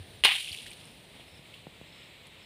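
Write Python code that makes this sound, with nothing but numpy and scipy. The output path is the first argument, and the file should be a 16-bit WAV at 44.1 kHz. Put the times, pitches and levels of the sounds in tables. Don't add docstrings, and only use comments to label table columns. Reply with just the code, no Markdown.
import sys
import numpy as np
from scipy import signal
from scipy.fft import rfft, irfft
from scipy.io import wavfile
from scipy.ndimage import map_coordinates

SR = 44100
rng = np.random.default_rng(int(sys.argv[2]) if len(sys.argv) > 2 else 0)


def undo_db(level):
    steps = np.asarray(level, float) / 20
    return 10 ** steps


def to_wav(s):
    ch = np.atleast_2d(s).T
    pcm = np.round(np.clip(ch, -1, 1) * 32767)
    wavfile.write(sys.argv[1], SR, pcm.astype(np.int16))


N = 108045

# t/s, peak level/dB
CRACKS = [(0.2379, -6.5), (0.2389, -5.5), (0.248, -3), (0.2494, 0.5), (0.2505, -6), (0.2532, -1.5),
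          (0.255, 0), (0.2564, -11.5), (0.2578, -16), (0.2595, -10), (.2614, -14), (.2632, -16)]
# f/Hz, level/dB
CRACK_TONE = [(400, -35), (1060, -16.5), (2200, -9.5), (2900, 2), (4100, -5.5), (6020, -28.5), (9440, -21),
              (14000, -30.5)]
# t/s, peak level/dB, ring f/Hz
SLAPS = [(0.266, -12, 2850), (0.2699, -12, 2940), (0.2781, -14, 3040), (0.2806, -16, 3050),
         (0.2832, -12.5, 2750), (0.2904, -12, 2760), (0.2948, -14.5, 2750), (0.298, -20, 2790),
         (0.3004, -20.5, 2750), (0.307, -16, 2920), (0.3121, -17, 3200), (0.3141, -19, 2800),
         (0.3178, -20, 2890), (0.3208, -14, 2840), (0.326, -25, 3180), (0.3287, -25, 3340),
         (0.333, -22, 2690), (0.336, -25, 3570), (0.3393, -21, 2730), (0.3415, -23, 2970),
         (0.3449, -27, 2990), (0.3482, -22, 2820), (0.3534, -25, 2940), (0.3584, -19.5, 2900),
         (0.3616, -25, 2810), (0.3649, -22, 3020), (0.3756, -30, 3140), (0.3786, -30, 2600),
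         (0.3822, -30, 3010), (0.3855, -27, 3030), (0.39, -34, 3100), (0.399, -31, 2980),
         (0.4013, -34, 2980), (0.4066, -30, 2960), (0.4138, -32, 3150), (0.4195, -37, 3270),
         (0.4234, -34, 2990), (0.4466, -29, 3050), (0.4619, -34, 3110), (0.4813, -29, 3300),
         (0.5106, -35, 2880), (0.5304, -30, 3240), (0.5446, -36, 2990), (0.5515, -37, 2750),
         (0.5765, -35, 3220), (0.606, -36, 2900), (0.6134, -39, 2850), (0.6284, -44, 2980),
         (0.6358, -41, 2820), (0.647, -41.5, 3010), (0.6606, -38, 3150), (0.6646, -37, 2470),
         (0.6675, -37, 3720), (0.6749, -41, 3230), (0.6782, -41, 3190), (0.6817, -42, 3030),
         (0.7029, -40, 2920), (0.7185, -44, 3010), (0.73, -37, 3210), (0.7334, -42, 3200)]
# t/s, level/dB
FLOW = [
    (.238, -25),
    (0.244, -26),
    (0.256, -19),
    (.266, -25.5),
    (0.363, -36.5),
    (0.384, -41.5),
    (.55, -48.5),
    (.74, -58),
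    (0.899, -62.5),
]
# f/Hz, level/dB
SPRAY_TONE = [(1200, -27.5), (2200, -4.5), (3000, 0.5), (4000, -4.5), (6300, -29), (9280, -20.5),
              (11000, -29), (15000, -28)]
# f/Hz, level/dB
MIST_TONE = [(1400, -39.5), (2300, -2.5), (3000, 1), (4100, -6), (6300, -17), (9300, -11), (11000, -16),
             (15500, -28)]
# f/Hz, level/dB
SPLAT_TONE = [(900, -37), (1600, -6), (3000, -4), (4300, -2), (6300, -10), (9300, -5), (15000, -21)]
# f/Hz, level/dB
PORT = [(8200, 0), (8800, 3.5), (9350, 6.5), (10000, 3), (10600, 0.5)]
# t/s, level/dB, f/Hz, T60/s
PLOPS = [(0.2384, -24, 580, 0.01), (.2497, -26.5, 425, 0.021), (0.246, -31.5, 278, 0.034),
         (0.25, -27.5, 560, 0.024), (.252, -21.5, 833, 0.028), (.2515, -20.5, 1092, 0.039),
         (.272, -31.5, 850, .04), (.283, -28, 798, 0.026), (.338, -47, 1050, 0.042),
         (.351, -42, 770, 0.042), (.363, -43.5, 890, 0.03)]
# f/Hz, level/dB
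GUSH_TONE = [(400, -51), (680, -14), (780, -3), (1250, 2), (1600, -7.5), (3000, -29)]
# t/s, ring level/dB, ring f/Hz, splat level/dB,
# splat T60/s
DROPS = [(.428, -32, 3230, -30, .015), (1.197, -41, 3100, -45, 0.089), (0.456, -42, 5530, -38, .006),
         (0.476, -28, 2530, -47, 0.023), (.488, -26, 3030, -45, 0.018), (.494, -28, 3250, -49, .01),
         (0.506, -30, 2980, -44, .01), (.5175, -25, 4350, -44, 0.022), (.526, -33, 3200, -31.5, .04),
         (0.5471, -29, 2470, -30, 0.013), (0.5725, -35, 2800, -38, 0.024), (.5868, -27.5, 3360, -41, 0.025),
         (0.607, -42, 4150, -46, .008), (0.618, -37, 3300, -42, 0.0088), (.663, -37, 1850, -40, 0.07),
         (.6655, -43, 9000, -42, .006), (.682, -43, 8100, -44, 0.0057), (0.7066, -33, 8950, -48, 0.0045),
         (.714, -35, 2490, -38, 0.019), (0.7331, -48, 12000, -36, 0.0059), (0.801, -52.5, 2995, -43, .02),
         (0.8548, -36.5, 8800, -57, 0.0055), (0.872, -53, 11510, -45, .004),
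         (1.539, -39, 2670, -41.5, 0.035), (1.541, -45, 3800, -57, .03), (1.6685, -48, 1790, -64, 0.017),
         (.804, -49, 8560, -52, .005), (2.27, -41.5, 9530, -44, 0.0032)]
# t/s, peak level/dB, wobble f/Hz, T60/s, push over wobble/dB
BUMPS = [
    (0, -37.5, 92, 0.15, -16),
    (0.211, -39.5, 75, 0.065, -24),
    (.508, -41.5, 95.4, 0.072, -13),
    (.615, -49.5, 243, 0.048, -10),
    (1.164, -50, 350, 0.01, 6),
    (1.197, -46, 400, 0.0052, 3.5),
    (1.229, -52, 199, 0.035, -8),
    (1.392, -46.5, 137, 0.06, -2),
    (1.6682, -43, 151, 0.081, 9),
    (1.813, -39.5, 136, 0.027, 0.5),
]
# t/s, length/s, level/dB
CHIRPS = [
    (0.817, 0.12, -67.5),
    (1.278, 0.13, -67.5),
    (1.87, 0.213, -68.5),
    (2.393, .1, -68),
]
# f/Hz, level/dB
AIR_EARLY_TONE = [(530, -54), (900, -13), (1250, -6.5), (1340, -11), (1620, -4.5), (3820, 0), (7060, -26),
                  (9200, -5.5), (16000, -58)]
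# f/Hz, level/dB
AIR_LATE_TONE = [(530, -48), (900, -8.5), (1590, -10), (2140, -0.5), (3820, -1.5), (6030, -27.5),
                 (8050, -14.5), (14500, -46.5), (16000, -28)]
# t/s, level/dB
AIR_FLOW = [(0.95, -55.5), (1.33, -55.5), (1.794, -54), (2.45, -55.5)]
# f/Hz, level/dB
RUMBLE_TONE = [(20, -33), (45, -9.5), (90, -1), (160, -4), (300, -10), (600, -10), (900, -16), (1500, -33)]
# t/s, level/dB
GUSTS = [(0.0, -58), (0.12, -54), (0.27, -58.5), (0.53, -59), (0.72, -56.5), (1.08, -57), (1.67, -58.5),
         (1.97, -58), (2.45, -59.5)]

CRACK_DB, CRACK_T60_S, CRACK_PUSH_S = -1.5, 0.003, 0.00003
SLAP_DB, SLAP_RISE_S, SLAP_FALL_S, SLAP_TICK_DB = -2.5, 0.0004, 0.0006, -25
SLAP_SIDE_RATIO, SLAP_SIDE_DB = 0.25, -5
GRAIN_RATE_HZ, GRAIN_SPREAD_DB, HISS_SHARE = 7000, 2.5, 0.7
GRAIN_LOW_HZ, GRAIN_STEP_RATIO, GRAIN_CYCLES = 1680, 1.32, 1.26
MIST_FROM_S, MIST_FADE_S = 0.33, 0.13
THIN_FROM_S, THIN_TO_S, THIN_LEFT = 0.4, 0.55, 0.12
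GUSH_FROM_S, GUSH_END_S, GUSH_DB, GUSH_FALL_DB_PER_S = 0.249, 0.4, -38, 151
GUSH_HZ, GUSH_RISE_HZ_PER_S, GUSH_SPREAD, GUSH_CYCLES = 904, 710, 0.202, 5.6
DROP_CYCLES, DROP_HOLD_S, SPLAT_RISE, BRIGHT_UNDER_S = 15.7, 0.001, 0.049, 0.012
YARD_T60_S, YARD_DB = 0.067, -8
BUMP_WIDE_S = 0.00032
SQUEAK_S, SQUEAK_LEN_S, SQUEAK_HZ, SQUEAK_DB, SQUEAK_OVER_DB = 0.154, 0.024, 7550, -64, -3
CRICKET_HZ, CRICKET_WIDE_HZ, CRICKET_RATE_HZ = 5240, 400, 36
AIR_START_DB, AIR_SWELL_DB, RUMBLE_DB = -55.5, 0.8, 1.5
TURN_FROM_S, TURN_TO_S = 0.31, 1.88
DUCK_S, DUCK_DB, DUCK_BACK_S = 0.21, -3.5, 0.14
TOP_HZ, TOP_LOSS_DB = 15450, 26


def unit(x):
    return x / np.sqrt(np.mean(x ** 2) + 1e-20)


def coloured(x, points):
    f, db = np.transpose(points)
    m = 4096
    bins_hz = np.fft.rfftfreq(m, 1 / SR)
    curve_db = np.interp(np.log(bins_hz + 1), np.log(f + 1), np.maximum(db, -70))
    cepstrum = irfft(np.log(undo_db(curve_db)), m)
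    cepstrum[1:m // 2] *= 2
    cepstrum[m // 2 + 1:] = 0
    h = irfft(np.exp(rfft(cepstrum)), m)
    return signal.fftconvolve(x, h / np.linalg.norm(h))[:N]


def wobble(rate_hz):
    return map_coordinates(rng.standard_normal(N // 100), [np.arange(N) * rate_hz / SR])


def ramp(from_s, to_s):
    return np.clip((np.arange(N) / SR - from_s) / (to_s - from_s), 0, 1)


def add(out, s, x):
    part = out[max(round(s * SR), 0):][:len(x)]
    part += x[:len(part)]


def ring(hz, t60_s, rise=0., phase=0.):
    t = np.arange(SR // 10) / SR
    return undo_db(-60 * t / t60_s) * np.sin(2 * np.pi * hz * (t + rise * t * t / t60_s) + phase)


def cracks():
    out, t = np.zeros(N), np.arange(400) / SR
    push = 8 * t / CRACK_PUSH_S * np.exp(-t / CRACK_PUSH_S) / (CRACK_PUSH_S * SR * np.e)
    for s, db in CRACKS:
        wake = 0.59 * rng.standard_normal(len(t)) * undo_db(-60 * t / CRACK_T60_S)
        add(out, s, undo_db(db + CRACK_DB) * (push + wake))
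    return coloured(out, CRACK_TONE)


def slaps():
    out, ticks, t = np.zeros(N), np.zeros(N), np.arange(-100, 300) / SR
    shape = np.where(t < 0, np.exp(-.5 * (t / SLAP_RISE_S) ** 2), np.exp(-t / SLAP_FALL_S))
    for s, db, hz in SLAPS:
        z = rng.standard_normal(len(t))
        side_hz = hz * (1 + SLAP_SIDE_RATIO * np.sign(z[1]))
        main = np.sin(2 * np.pi * hz * t + np.pi * z[0])
        side = undo_db(SLAP_SIDE_DB) * np.sin(2 * np.pi * side_hz * t + np.pi * z[2])
        add(out, s + t[0], undo_db(db + SLAP_DB) * shape * (main + side))
        add(ticks, s + t[0], undo_db(db + SLAP_TICK_DB) * shape ** 2 * z)
    return out + coloured(ticks, SPLAT_TONE)


def spray(sizes=8):
    s, db = np.transpose(FLOW)
    level = undo_db(np.interp(np.arange(N) / SR, s, db) + 1.7 * wobble(130.1))
    level = level * ramp(.2385, .2395) * (1 - ramp(0.94, 1.14))
    left = 1 - (1 - THIN_LEFT) * ramp(THIN_FROM_S, THIN_TO_S)
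    grains = 0
    for k in range(sizes):
        chance, size, sign = rng.random((3, N))
        hz = GRAIN_LOW_HZ * GRAIN_STEP_RATIO ** k
        hits = (chance < left * GRAIN_RATE_HZ / sizes / SR) / np.sqrt(left)
        hits = hits * undo_db(-GRAIN_SPREAD_DB * np.log(size + 0.014)) * np.sign(sign - .5)
        rung = signal.fftconvolve(hits, ring(hz, 3 * GRAIN_CYCLES / hz)[:400])[:N]
        grains = grains + hz ** 0.26 * unit(rung)
    hiss = rng.standard_normal(N)
    drive = level * (np.sqrt(1 - HISS_SHARE) * unit(grains) + np.sqrt(HISS_SHARE) * hiss)
    fine = ramp(MIST_FROM_S, MIST_FROM_S + MIST_FADE_S)
    coarse_part = coloured(drive * np.sqrt(1 - fine), SPRAY_TONE)
    return coarse_part + coloured(drive * np.sqrt(fine), MIST_TONE)


def gush(count=90):
    small, big = np.zeros(N), np.zeros(N)
    for _ in range(count):
        u = rng.random()
        pitch, loud = rng.standard_normal(2)
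        late_s = u * (GUSH_END_S - GUSH_FROM_S)
        hz = (GUSH_HZ + GUSH_RISE_HZ_PER_S * late_s) * np.exp(GUSH_SPREAD * pitch)
        db = GUSH_DB - GUSH_FALL_DB_PER_S * late_s - 7.7 * u ** 4 + 3.2 * loud
        add(small, GUSH_FROM_S + late_s, undo_db(db) * ring(hz, 7 * GUSH_CYCLES / hz, 0.12))
    for s, db, hz, t60_s in PLOPS:
        onset = ramp(0, 0.5 / hz)[:SR // 10]
        add(big, s, undo_db(db) * ring(hz, t60_s, 0.12) * onset)
    return big + undo_db(-12.5) * coloured(small, GUSH_TONE)


def drops():
    out, t = np.zeros(N), np.arange(SR // 10) / SR
    near, bright, far = np.zeros((3, N))
    for s, db, hz, splat_db, t60_s in DROPS:
        onset = (1 - np.exp(-t * hz)) ** 3
        add(out, s, 2.16 * undo_db(db) * ring(hz, DROP_CYCLES / hz + DROP_HOLD_S, 0.045) * onset)
        splat = undo_db(splat_db - 60 * t / t60_s) * rng.standard_normal(len(t))
        splat = splat * (1 - np.exp(-t / (t60_s * SPLAT_RISE)))
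        target = bright if t60_s < BRIGHT_UNDER_S else far if s > 1 else near
        add(target, s, splat)
    return out + coloured(near, MIST_TONE) + coloured(bright, SPLAT_TONE) + coloured(far, SPRAY_TONE)


def yard(x):
    t = np.arange(SR // 5) / SR
    tail = rng.standard_normal(len(t)) * undo_db(-60 * t / YARD_T60_S) * (t > .003)
    return x + undo_db(YARD_DB) * signal.fftconvolve(x, tail / np.linalg.norm(tail))[:N]


def bumps():
    out, t, w = np.zeros(N), np.arange(SR // 10) / SR, BUMP_WIDE_S
    push = np.exp(-.5 * ((t - 4.2 * w) / w) ** 2)
    push = push - 0.75 * np.exp(-.5 * ((t - 2.0 * w) / (.5 * w)) ** 2)
    for s, db, hz, t60_s, push_db in BUMPS:
        phase = np.pi / 2 * (s == 0)
        add(out, s + (s > 0) * 5.4 * w, undo_db(db) * ring(hz, t60_s, -0.14, phase))
        add(out, s, -undo_db(db + push_db) * push)
    return coloured(out, [(20, -35), (60, -1), (100, 0.5), (16000, -2)])


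def squeak():
    shape = ramp(SQUEAK_S, SQUEAK_S + 0.0026) * (1 - ramp(SQUEAK_S + .004, SQUEAK_S + SQUEAK_LEN_S))
    turn = 2 * np.pi * SQUEAK_HZ * np.arange(N) / SR
    return undo_db(SQUEAK_DB) * shape * (np.sin(turn) + undo_db(SQUEAK_OVER_DB) * np.sin(2.02 * turn))


def cricket():
    t, gate = np.arange(N) / SR, np.zeros(N)
    for s, length_s, db in CHIRPS:
        gate += undo_db(db) * np.sin(np.pi * ramp(s - .015, s + length_s + .015)) ** 0.61
    f, w = CRICKET_HZ, CRICKET_WIDE_HZ
    band = [(f - w, -40), (f - w / 2, 0), (f + w / 2, 0), (f + w, -40)]
    strokes = 0.43 + 1.14 * np.sin(np.pi * CRICKET_RATE_HZ * t + .4 * wobble(7.7)) ** 2
    return gate * coloured(rng.standard_normal(N), band) * strokes


def air():
    t, (s, db) = np.arange(N) / SR, np.transpose(AIR_FLOW)
    hiss_db = np.interp(t, np.r_[0, s], np.r_[AIR_START_DB, db])
    hiss_db = hiss_db + AIR_SWELL_DB * wobble(7.09) + 0.71 * wobble(40.43)
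    z, turn = rng.standard_normal((3, N)), ramp(TURN_FROM_S, TURN_TO_S)
    hiss = np.sqrt(1 - turn) * coloured(z[0], AIR_EARLY_TONE) + np.sqrt(turn) * coloured(z[1], AIR_LATE_TONE)
    rumble_db = np.interp(t, *np.transpose(GUSTS)) + RUMBLE_DB + 0.44 * wobble(14.44)
    rumble = undo_db(rumble_db) * coloured(z[2], RUMBLE_TONE)
    recovery = ramp(DUCK_S + DUCK_BACK_S, DUCK_S + 2 * DUCK_BACK_S)
    duck = undo_db(DUCK_DB * (t > DUCK_S) * (1 - recovery))
    return duck * (undo_db(hiss_db) * hiss + rumble)


def scene():
    water = coloured(yard(cracks() + slaps()) + spray(), PORT)
    bubbles = yard(gush() + drops())
    mix = undo_db(2.0) * water + bubbles + bumps() + squeak() + cricket() + air()
    return mix[None]


def top_cut(x):
    return signal.sosfilt(signal.butter(12, 16510, fs=SR, output="sos"), x)


def record(dry):
    sos = signal.ellip(6, .5, TOP_LOSS_DB, TOP_HZ, fs=SR, output="sos")
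    mix = signal.sosfilt(sos, dry)
    return top_cut(mix)


dry = scene()
out = record(dry)
to_wav(out)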